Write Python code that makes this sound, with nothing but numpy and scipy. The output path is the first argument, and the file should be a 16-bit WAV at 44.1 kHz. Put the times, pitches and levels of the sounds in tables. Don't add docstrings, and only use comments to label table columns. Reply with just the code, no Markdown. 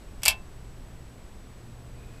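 import sys
import numpy as np
from scipy import signal
from scipy.fft import rfft, irfft
from scipy.io import wavfile
from scipy.ndimage import uniform_filter1d

SR = 44100
rng = np.random.default_rng(int(sys.argv[2]) if len(sys.argv) > 2 else 0)


def store_wav(level_fs):
    pcm = np.round(np.clip(np.atleast_2d(level_fs), -1, 1) * 32767)
    wavfile.write(sys.argv[1], SR, pcm.T.astype(np.int16))


N = 97020
TIME = np.arange(N) / SR
CUTOFF_HZ = 14100

# start in seconds, relative level in dB,
# brightness in dB per octave, crack offset in dB, lever ring offset in dB.
CONTACTS = [(0.2187, -32, -3.5, -4, -4), (0.2327, -11, 0.14, 3.5, -4.5), (0.2533, -11, 5.5, 2.5, -4),
            (0.2582, -4, -2, 4, 0), (0.2690, -16, -5, -5, 5), (0.2807, 1.5, 0.77, 3, 0),
            (0.3008, -18, -1, 1, -6), (0.3070, -16, -2.5, 0.5, -4)]


def from_db(db):
    return 10 ** (np.asarray(db) / 20)


def unit_rms(x):
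    return x / np.sqrt(np.mean(x ** 2) + 1e-20)


def at_hz(points, hz):
    table_hz, values = np.transpose(points)
    return np.interp(np.log(hz), np.log(table_hz), values)


def envelope(points):
    return from_db(np.interp(TIME, *np.transpose(points)))


def tilt(hz, db_per_octave):
    return from_db(db_per_octave * np.log2(np.maximum(hz, 1000) / 5000))


def room():
    # frequency in Hz, relative noise density in dB.
    spectrum = [(15, 2.5), (30, -0.5), (60, -2.5), (95, -11.5), (170, -13), (300, -17.5), (600, -23.5),
                (1200, -29), (2500, -34.5), (5000, -39.5), (9000, -43.5), (14000, -47.5)]
    # time in seconds, gain in dB.
    swell = [(0, 0.5), (1.4, 0), (1.8, 0.1), (2.2, 1)]
    hz = np.maximum(np.arange(N // 2 + 1) * SR / N, 1)
    shape = from_db(at_hz(spectrum, hz)) * (hz > 10)
    air = unit_rms(irfft(rfft(rng.standard_normal(N)) * shape, N))
    return from_db(-44) * envelope(swell) * air


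def mains_hum(hz=119.4):
    # time in seconds, rms level in dB.
    levels = [(0, -59), (.45, -56.5), (.6, -51.5), (1.1, -53.5), (1.35, -62.5), (1.7, -49), (2.2, -50.5)]
    return envelope(levels) * np.sqrt(2) * np.sin(2 * np.pi * hz * TIME)


def whistle(hz=2500, width_hz=160, rms_db=-67, start_s=1.94, fade_s=0.04):
    band = signal.butter(2, [hz - width_hz / 2, hz + width_hz / 2], "band", fs=SR, output="sos")
    fade_in = np.clip((TIME - start_s) / fade_s, 0, 1)
    return from_db(rms_db) * fade_in * unit_rms(signal.sosfilt(band, rng.standard_normal(N)))


def whine(hz=7864, wobble_rms_hz=35.8, rms_db=-68.5):
    wobble = unit_rms(uniform_filter1d(rng.standard_normal(N), size=300))
    phase = 2 * np.pi * np.cumsum(hz + wobble_rms_hz * wobble) / SR
    return from_db(rms_db) * np.sqrt(2) * np.sin(phase)


def table_thud(start_s=0.275, hz=64.9, peak_db=-35.5, rise_s=0.016):
    t = np.maximum(TIME - start_s, 0)
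    swell = t / rise_s * np.exp(1 - t / rise_s)
    return from_db(peak_db) * swell * np.sin(2 * np.pi * hz * t)


def dense_modes(spectrum, brightness, decay, count=900):
    low_hz, high_hz = 250, CUTOFF_HZ + 300
    hz = low_hz + (np.arange(count) + rng.random(count)) * (high_hz - low_hz) / count
    phase = rng.uniform(0, 2 * np.pi, count)
    gain = from_db(at_hz(spectrum, hz))
    gain = gain / np.sqrt(np.sum(gain ** 2) / 2) * tilt(hz, brightness)
    length = SR // 2
    t, out = TIME[:length], np.zeros(length)
    for band in np.array_split(np.arange(count), 20):
        bins = np.zeros(length // 2 + 1, complex)
        bins[(hz[band] * length / SR).astype(int)] = gain[band] * np.exp(1j * phase[band])
        t60_s = at_hz(decay, hz[band].mean())
        out += irfft(bins, length) * length / 2 * from_db(-60 * t / t60_s)
    return out


def frame(wash_attack_s=0.0017, crack_attack_s=0.00086, crack_hold_s=0.0012, crack_t60_s=0.0098):
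    # frequency in Hz, relative density in dB.
    wash_spectrum = [(300, -32), (490, -20), (610, -3.5), (950, -4), (1250, -10.5), (1700, -5), (1980, -16),
                     (2200, 8), (3200, 3), (4000, -0.5), (5000, 1.5), (6400, -5.5), (7700, 2), (9500, -3),
                     (12000, -3), (13500, -1)]
    crack_spectrum = [(300, -36), (700, -11), (1900, -13), (2400, 3), (4000, 1), (5000, 5), (6400, -1.5),
                      (7700, 7), (10000, -1), (13500, -2.5)]
    # frequency in Hz, T60 in seconds.
    decay = [(600, 0.192), (2000, 0.13), (4000, 0.107), (8000, 0.074), (14000, 0.064)]
    out, t = np.zeros(N), TIME[:SR // 2]
    wash_gain = from_db(-17.5) * np.minimum(t / wash_attack_s, 1)
    crack_fall = from_db(-60 * np.maximum(t - crack_hold_s, 0) / crack_t60_s)
    crack_gain = from_db(-11.5) * np.minimum(t / crack_attack_s, 1) * crack_fall
    for start_s, contact_db, brightness, crack_db, _ in CONTACTS:
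        wash = wash_gain * dense_modes(wash_spectrum, brightness, decay)
        crack = from_db(crack_db) * crack_gain * dense_modes(crack_spectrum, brightness, decay)
        start = int(start_s * SR)
        out[start:start + len(t)] += from_db(contact_db) * (wash + crack)
    return out


def levers():
    # frequency in Hz, relative level in dB, T60 in seconds.
    modes_hz = [690, 1034, 1510, 1774, 2160, 2337, 2657, 2751, 3021, 3282, 4593, 4877, 5576, 7810, 10150,
                13100]
    modes_db = [-46, -42.5, -42.5, -40.5, -35, -25, -22.5, -35, -34.5, -23, -27.5, -24.5, -28.5, -22.5,
                -26.5, -27.5]
    modes_t60_s = [0.2004, .3, 0.202, .19, .1, 0.059, 0.18, .11, .1, 0.11, 0.0803, 0.082, .08, .055, .06,
                   0.055]
    start_s, contact_db, brightness, _, ring_db = np.transpose(CONTACTS)
    starts = (start_s * SR).astype(int)
    out = np.zeros(N)
    for hz, mode_db, t60_s in zip(modes_hz, modes_db, modes_t60_s):
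        impulses = np.full(N, 1e-18)
        impulses[starts] = from_db(contact_db + ring_db + mode_db) * tilt(hz, brightness)
        radius, angle = from_db(-60 / (t60_s * SR)), 2 * np.pi * hz / SR
        out += signal.lfilter([0, np.sin(angle)], [1, -2 * radius * np.cos(angle), radius ** 2], impulses)
    return out


def scene():
    radiation_hz = 480.7
    highpass = signal.butter(4, radiation_hz, "high", fs=SR, output="sos")
    click = signal.sosfilt(highpass, frame() + levers())
    return (room() + mains_hum() + whistle() + whine() + table_thud() + click)[None]


def record(dry):
    return signal.sosfilt(signal.ellip(10, .2, 70, CUTOFF_HZ, fs=SR, output="sos"), dry)


dry = scene()
out = record(dry)
store_wav(out)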